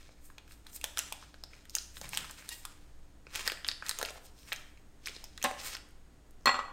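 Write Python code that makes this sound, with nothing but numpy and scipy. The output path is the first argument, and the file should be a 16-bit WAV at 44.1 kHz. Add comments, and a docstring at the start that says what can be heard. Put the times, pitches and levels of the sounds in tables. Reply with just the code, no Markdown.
"""Stone kitchen counter, an arm's length from a phone: waxed paper is peeled off a block of butter.
Creases snap as jolts through band-pass resonances; rubbing is ticks and hiss under swelling gains.
A knife drops through the butter onto the counter, then taps a small glass bowl that rings and rocks (decaying modes).
Pats, thumps, a squeak, a bouncing crumb and a scrape join in. The hard-walled kitchen answers by convolution
with an echo and decaying noise; appliance hum and air noise lie under it all."""
import sys
import numpy as np
from scipy import signal
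from scipy.fft import rfft, irfft
from scipy.io import wavfile
from scipy.ndimage import uniform_filter1d

SR = 44100
rng = np.random.default_rng(int(sys.argv[2]) if len(sys.argv) > 2 else 0)


def put_to_file(sound):
    """Save the sound as 16-bit audio at rate SR, in the file named by the first command-line argument."""
    columns = np.atleast_2d(sound).T  # one column per channel
    safe = np.clip(columns, -1, 1)
    whole_steps = np.round(safe * 32767)
    wavfile.write(sys.argv[1], SR, whole_steps.astype(np.int16))


def invert_db(x):
    """Field ratio 10**(x/20) for x, a level in decibels (scalar or array-like)."""
    u = np.asarray(x, float) / 20
    return 10 ** u


N = 296372
T = np.arange(N) / SR


def colour(x, points):
    """Filter by a gain curve of (Hz, dB) points, interpolated over log frequency."""
    hz, db = np.transpose(points)
    f = np.fft.rfftfreq(x.shape[-1], 1 / SR) + 1
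    gain_db = np.interp(np.log(f), np.log(hz), db)
    return irfft(rfft(x) * invert_db(gain_db), x.shape[-1])


def band(x, lo_hz, hi_hz):
    """Causal band-pass."""
    sos = signal.butter(2, [lo_hz, min(hi_hz, SR / 2.2)], "bandpass", fs=SR, output="sos")
    return signal.sosfilt(sos, x)


def band_rms(x, lo_hz, hi_hz):
    """Scale so that the band has rms 1."""
    return x / np.std(band(x, lo_hz, hi_hz))


def peak(x, db):
    """Scale to a peak level."""
    return x * invert_db(db) / np.max(np.abs(x))


def walk(rate_hz):
    """Slow random wander with spread 1."""
    k = int(SR / rate_hz)
    steps = np.repeat(rng.standard_normal(N // k + 1), k)
    w = uniform_filter1d(uniform_filter1d(steps, k), k)[:N]
    return w / np.std(w)


def bump(centre_s, length_s):
    """Bell-shaped gain; the length is two standard deviations."""
    return np.exp(-.5 * ((T - centre_s) / (length_s / 2)) ** 2)


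def add(out, s, x):
    """Mix x into out at s seconds."""
    i = int(s * SR)
    out[i:i + len(x)] += x[:len(out) - i]


def jolts(count, settle_s=0.00594):
    """Sharp jolts, each an impulse with a flurry of uneven noise as the sheet settles."""
    t = T[:2500]
    noise, grain = rng.standard_normal((count, 2, 2500)).transpose(1, 0, 2)
    jolt = (t == 0) + .22 * noise * np.exp(-t / .0006)
    flurry = invert_db(-30 + 2.99 * grain) * noise * np.exp(-t / settle_s)
    return jolt + flurry


def thud(jolt, db, hz, span=1.422):
    """The dull, low part of a jolt, band-passed twice around hz."""
    low = band(jolt, hz / span, hz * span)
    return peak(band(low, hz / span ** 2, hz * span ** 2), db)


def snaps(panel_q=2.805, broad=0.436):
    """Creases flip over: each jolt rings panel and fold, thuds and spits at the edge."""
    # Each row: start in seconds, panel peak in dB, panel pitch in Hz, fold peak in dB, edge peak in dB.
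    flips = [(0.0918, -48.5, 2260, -51, -67), (0.3023, -54.5, 3270, -55.5, -61.5),
             (.3821, -36, 3270, -47, -41), (0.4783, -49, 2590, -54.5, -47),
             (0.51, -48.5, 2530, -47.5, -55.5), (.5212, -48.5, 4250, -56, -37.5),
             (0.6678, -38.5, 3720, -48, -38), (.7315, -43.5, 6070, -61.5, -45),
             (0.8132, -36, 3110, -55, -30), (.842, -21.5, 3864, -30.5, -13),
             (0.9733, -23.5, 3670, -29, -23), (0.9828, -20.5, 5950, -36, -16),
             (0.9905, -15, 5926, -49.5, -10.5), (0.9952, -27, 3680, -35, -31),
             (1.1244, -28, 2950, -53, -20.5), (1.2375, -56.5, 2250, -48.5, -65),
             (1.3421, -43.5, 3910, -45.5, -49), (1.4376, -30, 4730, -49, -35.5),
             (1.534, -42.5, 2210, -51.5, -68), (1.654, -49.5, 3530, -48.5, -41),
             (1.6965, -33, 5270, -64.5, -33), (1.7056, -40, 6460, -64, -39),
             (1.7518, -14.5, 5460, -44.5, -13.5), (1.7638, -25.5, 6000, -53, -26),
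             (1.767, -42, 5730, -33.5, -21.5), (1.785, -20, 4796, -56.5, -34.5),
             (1.9691, -35, 3820, -42.5, -42.5), (2.0141, -29.5, 4740, -44.5, -29),
             (2.044, -44.5, 3360, -46.5, -48.5), (2.091, -33, 5980, -52.5, -24),
             (2.1331, -26.5, 2690, -39, -28.5), (2.1491, -27.5, 5040, -46.5, -41),
             (2.1733, -17, 3440, -30.5, -16), (2.1888, -30, 3230, -51, -42.5),
             (2.245, -35.5, 4050, -50.5, -55.5), (2.2967, -50.5, 3140, -40.5, -45),
             (2.3044, -47, 2240, -44, -44.5), (2.3108, -40, 4610, -49.5, -26),
             (2.4233, -41.5, 2250, -43, -62.5), (2.4906, -31.5, 3950, -43.5, -19),
             (2.516, -46, 2230, -61.5, -41.5), (2.5276, -42, 2870, -64, -37),
             (2.6525, -30.5, 3350, -42.5, -23.5), (3.268, -39, 2227, -44, -61),
             (3.358, -23, 2780, -35, -18.5), (3.3934, -36, 3620, -36.5, -43),
             (3.4649, -38.5, 3530, -35.5, -37), (3.4766, -16, 4130, -22.5, -15),
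             (3.4992, -23, 2930, -29, -35), (3.5197, -25, 3450, -30.5, -23.5),
             (3.573, -37, 2250, -52.5, -53.5), (3.6465, -23.5, 3370, -32, -56.5),
             (3.667, -30, 2800, -47.5, -35), (3.681, -53, 6300, -47, -18),
             (3.6868, -14.5, 4156, -27.5, -38.5), (3.715, -22, 4330, -36, -51.5),
             (3.8236, -36, 2190, -28, -61.5), (3.8578, -39.5, 2700, -38, -47.5),
             (3.8641, -32, 3840, -46.5, -29.5), (3.8853, -27.5, 5375, -45, -23.5),
             (3.8936, -20, 4320, -31, -15), (3.9118, -22.5, 4280, -30.5, -23.5),
             (3.9878, -20.5, 6030, -40.5, -17), (4.0141, -29.5, 3770, -28.5, -25.5),
             (4.0285, -24, 4450, -26.5, -18), (4.0505, -23, 3350, -46, -30),
             (4.0592, -32.5, 2270, -49.5, -25), (4.0873, -32, 2234, -37, -49),
             (4.106, -39.5, 3464, -50.5, -33), (4.431, -48.5, 3450, -69, -62),
             (4.5198, -28, 3090, -25, -54.5), (4.525, -21, 3310, -39, -32.5),
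             (4.5278, -37, 2210, -30.5, -42.5), (4.5303, -25.5, 2630, -39, -22),
             (4.5614, -33, 5700, -51.5, -35.5), (4.7743, -50, 2580, -65, -61.5),
             (5.0588, -25, 4550, -46, -36.5), (5.0647, -34.5, 4900, -48, -29),
             (5.072, -25, 2068, -38.5, -24), (5.0841, -26, 3260, -42.5, -53.5),
             (5.164, -35, 4460, -51, -52), (5.2412, -31.5, 5760, -61.5, -28.5),
             (5.3772, -33.5, 3590, -42, -34), (5.4168, -36, 2540, -55.5, -52),
             (5.427, -19, 6230, -38.5, -19.5), (5.5126, -33, 2560, -46.5, -34),
             (5.541, -36.5, 2400, -46, -60), (5.888, -65.5, 6400, -72, -48),
             (5.909, -65.5, 6400, -71.5, -48.5), (5.7512, -25.5, 4780, -34, -48),
             (5.7679, -32, 2940, -41, -32.5), (6.309, -71, 4670, -71.5, -46)]
    thud_hz, thud_over_fold_db = 708.5, -14
    out = np.zeros(N)
    for (s, panel_db, hz, fold_db, edge_db), jolt in zip(flips, jolts(count=len(flips))):
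        half_hz = hz / panel_q / 2
        pitched = peak(band(jolt, hz - half_hz, hz + half_hz), 0)
        panel = pitched + broad * peak(band(jolt, 2790, 4910), 0)
        fold = band(band(jolt, 1366, 1960), 850, 2770)
        edge = band(band(jolt, 6800, 15000), 5500, 16000)
        add(out, s, peak(panel, panel_db) + peak(fold, fold_db) + peak(edge, edge_db))
        add(out, s, thud(jolt, fold_db + thud_over_fold_db, thud_hz))
    return out


def pats():
    """The wrapped block pats the counter or the fingers: the dull part of a jolt alone."""
    # Each row: start in seconds, peak in dB, pitch in Hz.
    soft_hits = [(0.091, -48.5, 652), (0.301, -44.5, 1194), (0.38, -49, 751), (0.665, -44.5, 1190),
                 (0.84, -32, 826), (0.989, -38, 802), (1.122, -33, 761), (1.226, -40.5, 1090),
                 (1.341, -50.5, 541), (1.436, -43.5, 779), (1.749, -40, 1160), (2.014, -38, 735),
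                 (2.043, -41, 778), (2.133, -34, 1095), (2.171, -34, 822), (2.244, -38.5, 1034),
                 (2.303, -41.5, 900), (2.515, -49.5, 961), (2.651, -35, 1095), (3.268, -48.5, 397),
                 (3.357, -42.5, 875), (3.465, -35, 1002), (3.518, -38, 419), (3.987, -39, 703),
                 (3.997, -37, 767), (4.012, -32.5, 773), (4.027, -26.5, 474), (4.105, -41.5, 662),
                 (4.157, -44, 604), (4.176, -44, 999), (5.092, -49.5, 514), (5.164, -47.5, 509),
                 (5.238, -44.5, 593), (5.511, -29, 717), (5.672, -47.5, 575)]
    out = np.zeros(N)
    for (s, db, hz), jolt in zip(soft_hits, jolts(count=len(soft_hits))):
        add(out, s, thud(jolt, db, hz))
    return out


def swells(peak_s, db, rise_s, fade_s):
    """Gain of gestures that build to a peak and fade, both evenly in dB; their powers add."""
    power = 0
    for p, d, fade in zip(peak_s, db, fade_s):
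        steps = np.maximum((p - T) / rise_s, (T - p) / max(fade, .01))
        power = power + invert_db(d - 20 * steps) ** 2
    return np.sqrt(power)


def rubbing(hiss=0.595):
    """Paper crackles as a swarm of tiny unequal ticks; skin on wax hisses high and smooth."""
    # Tugs at the sheet. Each row: peak time in seconds, flexing level in dB, crackle level in dB,
    # fade in seconds per 20 dB (under 0.01 acts as 0.01).
    tugs = [(.006, -73, -69, 0.4557), (.513, -73, -70, 0.1247), (.7, -65, -61, -0.07),
            (.77, -70, -59, 0.04), (.849, -65, -63.5, 0.1869), (.989, -56, -56, 0.2159),
            (1.134, -77, -63, 0.3944), (1.535, -69, -67, 0.21), (1.761, -85, -53.5, 0.1772),
            (1.98, -57, -59.5, -0.02), (2.045, -65.5, -59, 0.11), (2.082, -57, -63, -0.0149),
            (2.143, -55, -48.5, 0.111), (2.196, -51, -68.5, 0.0656), (2.251, -57.5, -69, 0.0882),
            (2.301, -69.5, -54.5, 0.0638), (2.383, -64.5, -65, 0.3456), (2.523, -63.5, -48, 0.0326),
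            (2.595, -73.5, -70, 0.49), (3.355, -52.5, -47.5, 0.1848), (3.413, -53, -68.5, -0.0956),
            (3.471, -46.5, -52, 0.0394), (3.688, -58, -53.5, 0.0523), (3.87, -56, -66, 0.1622),
            (3.992, -55.5, -52, 0.0725), (4.099, -58, -47, -0.0259), (4.177, -59.5, -63, -0.0618),
            (4.262, -87, -66.5, 0.0827), (4.394, -95, -67, 0.155), (4.489, -63.5, -64.5, 0.25),
            (5.072, -62, -55, 0.28), (5.441, -51.5, -75, 0.075), (5.602, -53, -54, 0.0955),
            (5.668, -49.5, -44, 0.08), (5.749, -52, -48, 0.0005)]
    # Fingertips sliding on the wax. Each row: peak time in seconds, level in dB, fade as above.
    slides = [(0.255, -58.5, .09), (.513, -63, 0.13), (0.764, -41.5, -0.17), (.849, -63.5, 0.24),
              (.989, -66.5, 0.27), (1.76, -57.5, 0.19), (1.98, -52, 0.06), (2.039, -53.5, -0.127),
              (2.141, -51, 0.1156), (2.301, -62.5, 0.5255), (2.529, -51, 0.1526), (3.371, -62, 0.33),
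              (3.467, -60, 0.2), (3.992, -65.5, 0.53), (4.149, -58, -0.07), (4.262, -55, -0.0249),
              (4.394, -66.5, 0.51), (4.471, -64, 0.21), (5.07, -69.5, -0.11), (5.441, -62, 0.26),
              (5.668, -42.5, 0.0678)]
    # Spectrum of the flexing sheet. Each row: frequency in Hz, relative gain in dB.
    sheet_curve = [(250, -17), (500, -10.5), (800, -10), (1500, -3), (2200, -1.5), (4000, -14.5)]
    # Spectrum of the paper's crackle. Each row: frequency in Hz, relative gain in dB.
    paper_curve = [(1200, -20), (2200, -12.5), (3200, -5), (5500, -5), (8000, -16), (16000, -28.5)]
    # Spectrum of skin on wax. Each row: frequency in Hz, relative gain in dB.
    skin_curve = [(3500, -21), (6000, -10), (8600, -1.5), (10300, -6), (13300, 2.5), (16000, -5)]
    tug_rise_s, slide_rise_s = 0.0485, 0.0535  # per 20 dB
    ticks_per_s = 3000

    tug_s, sheet_db, paper_db, tug_fade_s = np.transpose(tugs)
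    slide_s, skin_db, slide_fade_s = np.transpose(slides)
    hit = rng.random(N) < ticks_per_s / SR
    size_db = np.minimum(3.2 * rng.exponential(size=N), 10)
    ticks = hit * invert_db(size_db) * rng.standard_normal(N)
    ticks = ticks / np.std(ticks) + hiss * rng.standard_normal(N)

    sheet = band_rms(colour(ticks, sheet_curve), 500, 2200) * invert_db(2.87 * walk(50))
    paper = band_rms(colour(ticks, paper_curve), 2200, 6500) * invert_db(2.43 * walk(70))
    rough = rng.standard_normal(N) + .4 * ticks
    skin = band_rms(colour(rough, skin_curve), 7000, 15000) * invert_db(1.2 * walk(83))

    flexing = sheet * swells(tug_s, sheet_db, tug_rise_s, tug_fade_s)
    crackle = paper * swells(tug_s, paper_db, tug_rise_s, tug_fade_s)
    sliding = skin * swells(slide_s, skin_db, slide_rise_s, slide_fade_s)
    return flexing + crackle + sliding


def ring(modes, chance, detune):
    """Sum of decaying sines; one blow's share and tuning of every mode differ a little."""
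    t = T[:SR // 2]
    out = np.zeros(len(t))
    for (hz, db, t60_s), c in zip(modes, chance):
        decay = np.exp(-np.log(1000) * t / t60_s)
        out += invert_db(db + 0.61 * c) * decay * np.sin(2 * np.pi * hz * (1 + detune * c) * t)
    return out


def blows():
    """Counter, bowl foot and glass wall ring; a hard contact cracks, and loose things clatter after it."""
    # Knife blows and the bowl rocking on its foot. Each row: start in seconds, then peaks in dB of
    # counter, bowl foot, glass wall and crack.
    contacts = [(5.4408, -28, -60.5, -90, -16.5), (5.4438, -21, -45, -90, -29),
                (6.4575, -26, -17, -15.5, -17), (6.4705, -26.5, -12, -23.5, -47),
                (6.4783, -31.5, -16, -18.5, -44.5), (6.4917, -35.5, -17, -20, -48.5),
                (6.5418, -39.5, -26, -32.5, -57.5), (6.5530, -45.5, -25, -41.5, -57.5),
                (6.5650, -51, -33.5, -45, -44.5), (6.5899, -46.5, -22, -42.5, -54.5)]
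    # Modes of the stone counter. Each row: frequency in Hz, relative level in dB, t60 in seconds.
    counter_modes = [(143.6, -25.5, 0.123), (253.9, -7, 0.219), (387, -35, 0.185), (430, -32, 0.11),
                     (575.6, 0, 0.134), (757, -14, 0.1), (772.8, -1, 0.27), (815.3, 3.5, 0.155),
                     (952, -13, 0.075), (1075, -1.5, 0.15), (1729, 0.5, 0.071)]
    # Modes of the bowl's foot on stone. Each row: frequency in Hz, relative level in dB, t60 in seconds.
    foot_modes = [(1127, 6, 0.064), (1258.7, 7.5, 0.0474), (1400, 6.5, 0.0396), (1420, -11, 0.063),
                  (2296, -8.5, 0.09), (2654, -1.5, 0.046), (3123, -8, 0.054), (3530, -23, 0.053)]
    # Modes of the glass wall. Each row: frequency in Hz, relative level in dB, t60 in seconds.
    glass_modes = [(1948, -3, .13), (1966, -11, .12), (2024, -12, .15), (3332, -20, .1), (4296, 0, .19),
                   (7540, -19, .25), (7572, -20, .2), (9950, -20, .09), (11710, -17, .12), (14600, -22, .1)]
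    skid_s, crack_s, fizz_s, clatter_s = 0.0024, 0.00145, 0.022, 0.01556  # decay time constants
    fizz_over_crack_db = -22

    out, t = np.zeros(N), T[:4000]
    chance = rng.standard_normal((len(contacts), 4, 4000))
    for (s, counter_db, foot_db, glass_db, crack_db), (c, skid, snap, loose) in zip(contacts, chance):
        counter = band(band(ring(counter_modes, c[:30], detune=.01), 130, 6000), 130, 6000)
        add(out, s, peak(counter, counter_db))

        scuff = skid * np.exp(-t / skid_s)  # the foot skids a little on the stone
        foot = signal.fftconvolve(ring(foot_modes, c[30:60], detune=0.0356), scuff)
        add(out, s, peak(band(foot, 620, 6100), foot_db))

        push_s = np.clip(1.5e-6 * invert_db(-crack_db), 1e-5, 2e-4)  # faint crack, soft contact, dull ring
        glass = signal.fftconvolve(ring(glass_modes, c[60:90], detune=0), np.exp(-t / push_s))
        add(out, s, peak(glass, glass_db))

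        crack = band(snap * np.exp(-t / crack_s), 4000, 14470)
        add(out, s, peak(crack, crack_db))
        fizz = band(c * np.exp(-t / fizz_s), 5000, 14800)  # stands for countless high modes
        add(out, s, peak(fizz, crack_db + fizz_over_crack_db))
        clatter = band(loose * np.exp(-t / clatter_s), 435, 3150)
        add(out, s, peak(clatter, max(counter_db, foot_db - 13.5)))
    return out


def thumps():
    """Something soft set down on the counter: bell-shaped swells of low noise."""
    # Each row: centre in seconds, rms at the centre in dB, length in seconds.
    set_downs = [(2.055, -57.5, 0.095), (2.182, -57.5, 0.12)]
    out = np.zeros(N)
    for s, db, length_s in set_downs:
        low = band_rms(band(rng.standard_normal(N), 50, 170), 50, 170)
        out += invert_db(db) * bump(s, length_s) * low
    return out


def squeak():
    """A fingertip sticks and slips on the wax: a short, shaky stack of harmonics."""
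    # Mean level in dB of each harmonic, from the fundamental up, relative to the squeak.
    harmonics_db = [-10, 0, -2, -11, -13]
    centre_s, length_s, hz, db = 2.521, .02, 945, -46
    phase = 2 * np.pi * np.cumsum(hz * (1 + .03 * walk(150))) / SR
    stack = sum(invert_db(h_db + 3.5 * walk(180)) * np.sin(k * phase) for k, h_db in enumerate(harmonics_db, 1))
    return invert_db(db) * stack * bump(centre_s, length_s)


def bounce(count=5):
    """A crumb of something hard bounces: filtered impulses, ever closer and each 1 dB softer."""
    first_s, gap_s, gap_ratio, db, hz = 6.41, .0135, .76, -57, 5600
    impulse = 1. * (T[:400] == 0)
    tick = band(impulse, hz / 1.15, hz * 1.15)
    out = np.zeros(N)
    for k in range(count):
        s = first_s + gap_s * (1 - gap_ratio ** k) / (1 - gap_ratio)
        add(out, s, peak(tick, db - k))
    return out


def scrape():
    """The wrapper's edge scrapes thinly on the stone: a swell of narrow-band noise."""
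    centre_s, length_s, hz, db = 4.5, 0.1852, 5600, -66
    hiss = band(rng.standard_normal(N), hz / 1.05, hz * 1.05)
    return invert_db(db) * hiss / np.std(hiss) * bump(centre_s, length_s)


def kitchen(x):
    """Scatter off things on the counter, an echo off the cupboards, then a dense tail that dies first in the treble."""
    # Decay of the room. Each row: frequency in Hz, t60 in seconds.
    decay_curve = [(300, 0.654), (1300, 0.675), (3500, 0.4775), (9000, 0.477), (15000, 0.185)]
    tail_db, near_db, near_s = -10.5, -10.5, 0.00136
    echo_s, echo_db = .0059, -16
    t = T[:int(.7 * SR)]
    hz, t60_s = np.transpose(decay_curve)
    tail = np.zeros(len(t))
    for f in 125 * 2. ** np.arange(8):
        octave = band(rng.standard_normal(len(t)), f / 2 ** .5, f * 2 ** .5)
        tail += octave * np.exp(-np.log(1000) * t / np.interp(np.log(f), np.log(hz), t60_s))
    tail = tail * (1 - np.exp(-t / 0.00217))
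    near = rng.standard_normal(len(t)) * t * np.exp(-t / near_s)
    # each part is scaled by its total energy
    reply = sum(part * invert_db(db) / np.sqrt(np.sum(part ** 2)) for part, db in ((tail, tail_db), (near, near_db)))
    reply[int(echo_s * SR)] += invert_db(echo_db)
    return x + signal.fftconvolve(x, reply)[:N]


def background():
    """Air noise with a slow swell, and wavering appliance tones."""
    # Spectrum of the air noise. Each row: frequency in Hz, relative gain in dB.
    air_curve = [(8.8, -17.5), (15, 4.5), (30, -16), (40, -14), (58, -11), (72, -20), (81, -18.5),
                 (169, -23.5), (269, -26), (303, -26.5), (559, -32.5), (793, -34), (865, -36), (1960, -40),
                 (2140, -42.5), (6480, -48), (16000, -50)]
    # Appliance tones. Each row: mean frequency in Hz, mean level in dB rms, wander in Hz.
    tones = [(58.5, -63, 1.5), (294, -75.5, 1), (6654, -86, 60)]
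    air_db = -64 + .5 * walk(2.247)
    out = band_rms(colour(rng.standard_normal(N), air_curve), 95.7, 16000) * invert_db(air_db)
    for hz, db, wander_hz in tones:
        phase = 2 * np.pi * np.cumsum(hz + wander_hz * walk(10)) / SR
        out += 2 ** .5 * invert_db(db + 1.5 * walk(8)) * np.sin(phase)
    return out


def scene():
    """Hands and knife sound through the kitchen; the background lies under them."""
    paper = snaps() + pats() + rubbing() + squeak() + scrape()
    hits = blows() + thumps() + bounce()
    return (kitchen(paper + hits) + background())[None]


def band_limit(x):
    """A steep low-pass at the top of the band."""
    return signal.sosfilt(signal.butter(12, 16810, fs=SR, output="sos"), x)


def record(dry):
    """The microphone peaks in the treble and falls off above."""
    # Microphone response. Each row: frequency in Hz, gain in dB.
    mic_curve = [(100, 0), (6000, 0), (8600, 2), (10200, -5), (13500, -5), (15800, -8), (16300, -14),
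                 (16800, -70)]
    mix = colour(dry, mic_curve)
    return band_limit(mix)


dry = scene()
out = record(dry)
put_to_file(out)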